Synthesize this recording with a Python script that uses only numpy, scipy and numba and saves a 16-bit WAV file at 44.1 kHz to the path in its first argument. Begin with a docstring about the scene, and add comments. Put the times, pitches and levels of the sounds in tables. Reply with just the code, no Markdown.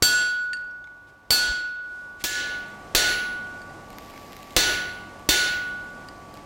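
"""A forge blower rushes softly, and at once the first of six hammer blows on a chisel on hot steel lands.
Each blow cracks as noise, fills the forge with fading noise and leaves the anvil singing as sine tones.
It is heard from beside the anvil, then, after a cross-fade, from across the shop, where the blower is louder.
Tools clink as short rings and hot scale sizzles as grainy noise between blows.
The blows overload the microphone and a limiter holds them down."""
import sys
import numpy as np
from scipy import signal
from scipy.fft import rfft, irfft
from scipy.io import wavfile
from scipy.ndimage import uniform_filter1d
from numba import njit

SR = 44100
rng = np.random.default_rng(int(sys.argv[2]) if len(sys.argv) > 2 else 0)


def store_wav(level_fs):
    """Save 16-bit WAV to argv[1]."""
    pcm = np.round(np.clip(np.atleast_2d(level_fs), -1, 1) * 32767)
    wavfile.write(sys.argv[1], SR, pcm.T.astype(np.int16))


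N = 284807
T = np.arange(N) / SR  # time in seconds

# Colour of the scuff of tools and bar. Each row: frequency in Hz, relative level in dB per Hz.
SCUFF_COLOUR = [(700, -18), (2000, -1), (5000, -5.5), (9000, -12), (16000, -29)]
DISSOLVE_S, DISSOLVE_LENGTH_S = 2.113, 0.44  # start and length of the cross-fade between positions


def amp(db):
    """Turns decibels into a gain."""
    return 10 ** (np.asarray(db) / 20)


def unit(x):
    """Scales a sound to an average strength (rms) of 1."""
    return x / np.sqrt(np.mean(x ** 2) + 1e-20)


def read(points, hz):
    """Reads a table between its rows, along a logarithmic frequency axis."""
    f, value = np.transpose(points)
    return np.interp(np.log(hz + 1), np.log(f), value)


def add(mix, s, sound):
    """Mixes a sound in at time s, in seconds."""
    part = mix[max(round(s * SR), 0):][:len(sound)]
    part += sound[:len(part)]


def ramp(start_s, length_s):
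    """Rises evenly from 0 to 1."""
    return np.clip((T - start_s) / length_s, 0, 1)


def bump(middle_s, half_s):
    """Swells smoothly to 1 at its middle and falls away again."""
    return np.exp(-((T - middle_s) / half_s) ** 2 / 2)


def noise(spectrum, size, tilt_db=0):
    """Coloured noise of rms 1, its part above 1000 Hz tilted by some dB per octave."""
    hz = np.fft.rfftfreq(size, 1 / SR)
    octaves = np.log2(np.maximum(hz, 1000) / 1000)
    colour = amp(read(spectrum, hz) + tilt_db * octaves)
    return unit(irfft(rfft(rng.standard_normal(size)) * colour, size))


def wander(rate_hz, size):
    """Slow random drift of rms 1, made by keeping only the low frequencies of noise."""
    hz = np.fft.rfftfreq(size, 1 / SR)
    slow = rfft(rng.standard_normal(size)) / (1 + (hz / rate_hz) ** 4)
    return unit(irfft(slow, size))


def shimmer(hz, depth, rate_hz):
    """One second of a tone that flutters as its reflections cross."""
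    phasor = 1 + depth * (wander(rate_hz, SR) + 1j * wander(rate_hz, SR))
    turns = hz * T[:SR] + rng.random()
    return unit((phasor * np.exp(2j * np.pi * turns)).real)


def die_away(x):
    """Lets each frequency band of a noise die at the pace it has in the shop."""
    # Each row: frequency in Hz, time to fall by 60 dB in seconds.
    shop_decay = [(60, 1), (300, 0.83), (1000, 0.66), (2200, 0.91), (4000, 0.7), (8000, 0.42),
                  (15000, 0.16)]
    hz, t, bands = signal.stft(x, SR, nperseg=512)
    fall = amp(-60 * t / read(shop_decay, hz)[:, None])
    return signal.istft(bands * fall, SR, nperseg=512)[1][:len(x)]


def blower(near, drift_hz=1.8, gust_db=0.54):
    """The forge blower: rushing, slightly uneven air as noise, and the fan's whine as a wavering tone."""
    # Colour of the air from each position. Each row: frequency in Hz, relative level in dB per Hz.
    air_beside, air_across = [(15, -39), (25, 7), (185, -6), (394, -2), (451, -10), (516, -2.5),
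                              (1040, -4.5), (1130, -10), (1260, -12), (1480, -10), (1840, -16),
                              (7510, -28.5), (16000, -38.5)], [(25, 4), (60, -0.5), (120, -5), (210, 1.5), (450, -4),
                                                (750, -0.5), (1100, -8.5), (1300, -11), (2200, -16.5),
                                                (3500, -22.5), (7000, -25), (10000, -31), (13000, -47),
                                                (16000, -46)]
    colour, air_db, whine_db = (air_beside, -55.5, -62) if near else (air_across, -44.5, -50)
    whine_hz, whine_waver_db = 1148.3, 1.2
    turns = np.cumsum(whine_hz + drift_hz * wander(19, N)) / SR
    whine_level = amp(whine_db + whine_waver_db * wander(20, N))
    whine = np.sqrt(2) * whine_level * np.sin(2 * np.pi * turns)
    air = amp(air_db + gust_db * wander(6.2, N)) * noise(colour, N)
    # beside the anvil it grows louder just before the cross-fade
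    swell_s, swell_rise_s, swell_db = 1.81, 0.32, 6.5
    return (air + whine) * amp(near * swell_db * ramp(swell_s, swell_rise_s))


def hum(near_db=-9, drift_hz=2, waver_db=3):
    """Low tones of the blower's motor and casing, unsteady in pitch and level, stronger across the shop."""
    # Each row: frequency in Hz, level in dB before the position lowers it.
    hum_tones = [(49.5, -67), (97, -51.5), (143, -56.5), (208, -55), (291, -56)]
    tones = np.zeros(N)
    for hz, db in hum_tones:
        level = amp(db + waver_db * wander(4.2, N))
        turns = np.cumsum(hz + drift_hz * wander(8.3, N)) / SR
        tones += level * np.sin(2 * np.pi * turns)
    # one and a half times near_db beside the anvil, half of it across the shop
    return tones * amp(near_db * (1.5 - ramp(DISSOLVE_S, DISSOLVE_LENGTH_S)))


def scale(snap_t60=0.0045, grains_per_s=160, grain_db=-3):
    """Hot scale: noise hisses with tiny bursts and flares up once; flakes snap off as sharp noise bursts."""
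    # Each row: time in seconds, starting level in dB.
    flake_snaps = [(3.904, -35.5), (3.985, -30.5), (4.1777, -33), (4.3313, -32), (4.3666, -30.5),
                   (6.341, -37), (6.373, -38)]
    # Each row: frequency in Hz, relative level in dB per Hz.
    fizz_colour = [(500, -37.5), (2000, 13), (3200, 2), (5000, 6.5), (9000, -10), (13000, 0),
                   (16000, -13.5)]
    t = T[:SR // 20]
    strengths = amp(4.5 * np.minimum(rng.exponential(1, N), 4))
    sparks = (rng.random(N) < grains_per_s / SR) * strengths
    burst = noise(fizz_colour, len(t)) * amp(-60 * t / .003)
    grains = unit(signal.oaconvolve(sparks, burst)[:N])

    far = ramp(DISSOLVE_S, DISSOLVE_LENGTH_S)
    hiss_near_db, hiss_far_db, flare_db = -80, -64, -58
    # the flare comes as the chisel is set anew
    flare_s, rise_s, hold_s, fall_s = 3.87, 0.21, .55, .45
    flare = ramp(flare_s, rise_s) - ramp(flare_s + rise_s + hold_s, fall_s)
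    level = amp(hiss_near_db) * (1 - far) + amp(hiss_far_db) * far + amp(flare_db) * flare
    out = level * (noise(fizz_colour, N) + amp(grain_db) * grains)
    for s, db in flake_snaps:
        add(out, s, noise(fizz_colour, len(t)) * amp(db - 60 * t / snap_t60))
    return out


def blows(near):
    """The blows heard from one position: those before move_s from beside the anvil, the rest from afar."""
    # Each row: start in seconds, crack level in dB, room clatter level in dB, ring level in dB,
    # anvil note level in dB, brightness in dB per octave, most excited frequency in Hz, its boost in dB,
    # chisel frequency in Hz, chisel level in dB, seconds until the tools press on the anvil,
    # damping they then add in dB per second.
    blow_rows = [(0.0235, -4, -9, -17.5, -17.5, 0.5, 7523, 5, 4560, -7.5, 0.52, 16),
                 (1.3057, -7.5, -8, -21.5, -22, 0.5, 4275, 13.5, 4580, -5, .9, 12.5),
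                 (2.2399, 10.5, -9.5, -30.5, -24, 3, 1713, 21.5, 7290, -13.5, 0.32, 46),
                 (2.9492, 0.5, -10.5, -22, -22.5, 1, 9940, 10, 4570, -19, 0.45, 22),
                 (4.5648, 0.5, -11.5, -21, -25, 0.5, 5770, 11, 3790, -22, 0.27, 38),
                 (5.2898, -1.5, -10, -22, -22, 1.5, 3660, 7, 4400, -18.5, 0.44, 25)]
    move_s = 2.1
    return [row for row in blow_rows if (row[0] < move_s) == near]


def crowd_of_modes():
    """Gain per Hz of the many weak steel modes above the anvil's note: narrow random peaks."""
    ripple = rng.standard_normal(SR // 2 + 1)
    for _ in range(2):
        ripple = uniform_filter1d(ripple, size=45)
    # the peaks stand out more towards 3000 Hz
    contrast = np.interp(np.arange(len(ripple)), [1400, 3000], [1, 2.8])
    return unit(amp(contrast * unit(ripple)))


def overtones(near, tilt_db, strong_hz, boost_db, rise_s=0.0042):
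    """Steel modes of anvil and tools; the spot struck favours some, and low ones build up more slowly."""
    # Each row: frequency in Hz, relative level in dB beside the anvil, relative level in dB across the shop,
    # time to fall by 60 dB in seconds.
    steel_modes = [(1291, -20, -14, .8), (1713, -8, -4, .62), (2130, -24, -12, .5), (2630, -11, -19, .55),
                   (2735, -14, -21, .8), (3271, -7, -12, .75), (3586, -13, 0, .47), (3968, -17, -6, .45),
                   (4077, -17, -5, .5), (4349, -3, 0, .6), (4557, 1, -4, .62), (5543, -13, -12, .5),
                   (5908, -6, -7, .5), (6051, -10, -13, .56), (6598, -9, -10, .5), (7523, -3, -9, .53),
                   (8470, -14, -24, .3), (8896, -14, -14, .48), (10226, -27, -14, .6),
                   (10499, -19, -16, .72), (10758, -28, -19, .68), (11950, -15, -27, .35),
                   (12704, -29, -19, .58), (13868, -26, -15, .56), (14997, -23, -36, .33),
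                   (15633, -28, -18, .6)]
    flutter, flutter_hz = .28, 10
    t, out = T[:SR], np.zeros(SR)
    for hz, near_db, far_db, t60 in steel_modes:
        favoured = np.exp(-(np.log(hz / strong_hz) / .035) ** 2)
        db = (near_db if near else far_db) + tilt_db * np.log2(hz / 4000) + boost_db * favoured
        rise = 1 - np.exp(-t / rise_s * (hz / 4000) ** 2)
        out += amp(db - 60 * t / t60) * shimmer(hz, flutter, flutter_hz) * rise
    return out


def hammer(near, crack_t60=0.058, fill_s=0.0054, chisel_t60=0.19, chisel_flutter=0.55, chisel_width_hz=35):
    """Each blow: a hard crack, the chisel's short clang, the shop's dense echo, and ringing steel."""
    # Colours of crack and echo. Each row: frequency in Hz, relative level in dB per Hz.
    crack_colour = [(30, 14.5), (120, -20.5), (330, 0), (700, -8.5), (1400, -10.5), (2500, -8),
                    (4200, -5.5), (7000, -12), (11000, -25.5), (16000, -18.5)]
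    clatter_beside, clatter_across = [(30, -2), (150, -10), (330, -5), (800, -3.5), (1400, -8.5),
                                      (2400, -9.5), (3400, -4.5), (4500, -2), (6000, -3), (8000, -5),
                                      (11000, -3.5), (16000, 2)], [(30, 14.5), (150, 3.5), (270, 3.5), (340, 14.5),
                                                            (440, 10), (800, 10), (1300, 2), (1700, 9),
                                                            (2150, 11.5), (2800, 9), (3700, 11.5),
                                                            (5000, 7.5), (7000, 7.5), (10000, -3),
                                                            (16000, 4.5)]
    clatter_colour = clatter_beside if near else clatter_across
    t, out, crowd = T[:SR], np.zeros(N), crowd_of_modes()
    for row in blows(near):
        s, crack_db, clatter_db, ring_db, _, tilt_db, strong_hz, boost_db, chisel_hz, chisel_db, *_ = row
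        crack = noise(crack_colour, SR, tilt_db) * amp(crack_db - 60 * t / crack_t60)
        chisel_tone = shimmer(chisel_hz, chisel_flutter, chisel_width_hz)
        clang = chisel_tone * amp(chisel_db - 60 * t / chisel_t60)
        wash = irfft(rfft(noise(clatter_colour, SR, tilt_db)) * crowd, SR)
        clatter = amp(clatter_db) * die_away(wash) * (1 - np.exp(-t / fill_s))
        ring = amp(ring_db) * overtones(near, tilt_db, strong_hz, boost_db)
        add(out, s, crack + clang + clatter + ring)
    return out


def anvil_note(near, swell_s=0.014, direct=0.21):
    """The anvil's lowest, longest mode: a sine that starts anew at each blow and swells as the room fills.

    It dies faster once the tools press on the anvil.
    """
    note_hz, free_fall_db_per_s, waver_db = 1468.5, 23, .5
    # the shop's first returns reinforce the note for a moment
    pile_up_s, pile_up_half_s, pile_up_peak_db = .125, .025, 4
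    out = np.zeros(N)
    for s, _, _, _, note_db, *_, press_s, damping in blows(near):
        start = round(s * SR)
        t = T[:N - start]
        swell = 1 - (1 - direct) * np.exp(-t / swell_s)
        pile_up_db = pile_up_peak_db * np.exp(-((t - pile_up_s) / pile_up_half_s) ** 2 / 2)
        lost_db = free_fall_db_per_s * t + damping * np.maximum(t - press_s, 0)
        tone = np.sin(2 * np.pi * note_hz * t)
        out[start:] = amp(note_db + pile_up_db - lost_db) * swell * tone  # replaces the older note
    return np.sqrt(2) * out * amp(waver_db * wander(18, N))


def thuds():
    """Short low bumps through the anvil's stand: a few swings of a deep tone that swell and fade."""
    # Each row: middle in seconds, peak level in dB, frequency in Hz, half length in seconds.
    stand_bumps = [(0.028, -14, 49, 0.0041), (1.5, -26.5, 46, 0.009), (2.258, -39, 50, 0.013),
                   (5.294, -39, 55, 0.0068)]
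    out = np.zeros(N)
    for s, db, hz, half_s in stand_bumps:
        out -= amp(db) * bump(s, half_s) * np.cos(2 * np.pi * hz * (T - s))
    return out


def clinks(tick_db=-6):
    """Chisel and tongs, damped by the hand, touch the work: a short ring of sines and a shorter scuff."""
    # Each row: start in seconds, level in dB, time for the ring to fall by 60 dB in seconds,
    # strongest frequency in Hz.
    tool_touches = [(0.5324, -29.5, 0.064, 4596), (.563, -56, 0.046, 4560), (.570, -43, 0.028, 4540),
                    (0.612, -57, 0.088, 4600), (0.711, -56, 0.028, 5570), (0.842, -47, 0.027, 3534),
                    (0.873, -48, 0.034, 2185), (1.752, -64, 0.035, 7400), (2.7345, -52, 0.088, 2250),
                    (3.6174, -45.5, 0.041, 4630), (3.697, -54, 0.043, 4710), (3.913, -50, .04, 2200),
                    (4.137, -41, 0.035, 2190), (4.158, -41, .035, 2210), (6.0866, -35, 0.02, 4780)]
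    # The tools' modes. Each row: multiple of the strongest frequency, relative level in dB.
    tool_modes = [(.388, -3), (.597, -8), (.952, -8), (1, 0), (1.514, -14), (1.856, -12)]
    scuff_share = .4  # length of the scuff as a share of the ring's
    t, out = T[:SR // 4], np.zeros(N)
    for s, db, t60, hz in tool_touches:
        ring = np.zeros(len(t))
        for ratio, level_db in tool_modes:
            ring += amp(level_db) * np.sin(2 * np.pi * (hz * ratio * t + rng.random()))
        scuff = noise(SCUFF_COLOUR, len(t)) * amp(tick_db - 60 * t / (scuff_share * t60))
        add(out, s, amp(db) * (ring * amp(-60 * t / t60) + scuff))
    return out


def scrapes():
    """The bar is shifted on the anvil's face: grit heard as soft swells of noise."""
    # Each row: middle in seconds, peak level in dB, half length in seconds.
    bar_slides = [(1.092, -63, 0.014), (1.974, -60.5, 0.1), (2.214, -45.5, 0.011)]
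    level = sum(amp(db) * bump(s, half_s) for s, db, half_s in bar_slides)
    return noise(SCUFF_COLOUR, N) * level


def soft_clip(x, ceiling_db):
    """Smoothly flattens what goes over the ceiling."""
    return x / (1 + (x / amp(ceiling_db)) ** 6) ** (1 / 6)


@njit
def follow(x, attack, release):
    """Follows the peaks of a signal: quick up, slow down."""
    out, level = np.empty(len(x)), 0.
    for i in range(len(x)):
        level += (x[i] - level) * (attack if x[i] > level else release)
        out[i] = level
    return out


def limiter(x, overload_db=-6.0, limit_db=-11.5, attack_s=0.0001, release_s=0.16, ease_s=0.0029):
    """The microphone overloads, and a limiter pulls the gain down within a few ms."""
    clipped = soft_clip(x, overload_db)
    peak = follow(abs(clipped), min(1 / (attack_s * SR), 1), 1 / (release_s * SR))
    over_db = np.maximum(20 * np.log10(peak + 1e-9) - limit_db, 0)
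    pole = np.exp(-1 / (ease_s * SR))
    eased_db = signal.lfilter([1 - pole], [1, -pole], over_db)
    return clipped * amp(-eased_db)


def scene(wet_db=-14, side_db=-29):
    """Cross-fades the two limited listening positions into nearly mono stereo, a shade louder on the right."""
    small = clinks() + scrapes() + scale()
    echo = die_away(rng.standard_normal(SR))
    echoed = signal.fftconvolve(small, echo / np.linalg.norm(echo))[:N]
    small = small + amp(wet_db) * echoed + thuds() + hum()

    beside = limiter(hammer(True) + anvil_note(True) + blower(True) + small)
    across = limiter(hammer(False) + anvil_note(False) + blower(False) + small)
    far = ramp(DISSOLVE_S, DISSOLVE_LENGTH_S)
    near_gain_db = -0.5  # the sound from beside the anvil is mixed a little lower
    mid = amp(near_gain_db) * (1 - far) * beside + far * across

    # a 5 ms burst of random echoes, added left and subtracted right, gives a little width
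    early = rng.standard_normal(SR // 200)
    side = amp(side_db) * signal.oaconvolve(mid, early / np.linalg.norm(early))[:N]
    return np.array([mid + side, mid - side]) * amp([[-.25], [.25]])


def record(dry, low_cut_hz=32):
    """Cuts the deepest rumble, holds the peaks under a soft ceiling and removes the highest treble."""
    low_cut = signal.butter(2, low_cut_hz, "high", fs=SR, output="sos")
    held = soft_clip(signal.sosfilt(low_cut, dry), -6.5)
    edge_hz = 16000
    treble_cut = signal.firwin(255, edge_hz, window=("kaiser", 8), fs=SR)
    return signal.oaconvolve(held, treble_cut[None], "same")


dry = scene()
out = record(dry)
store_wav(out)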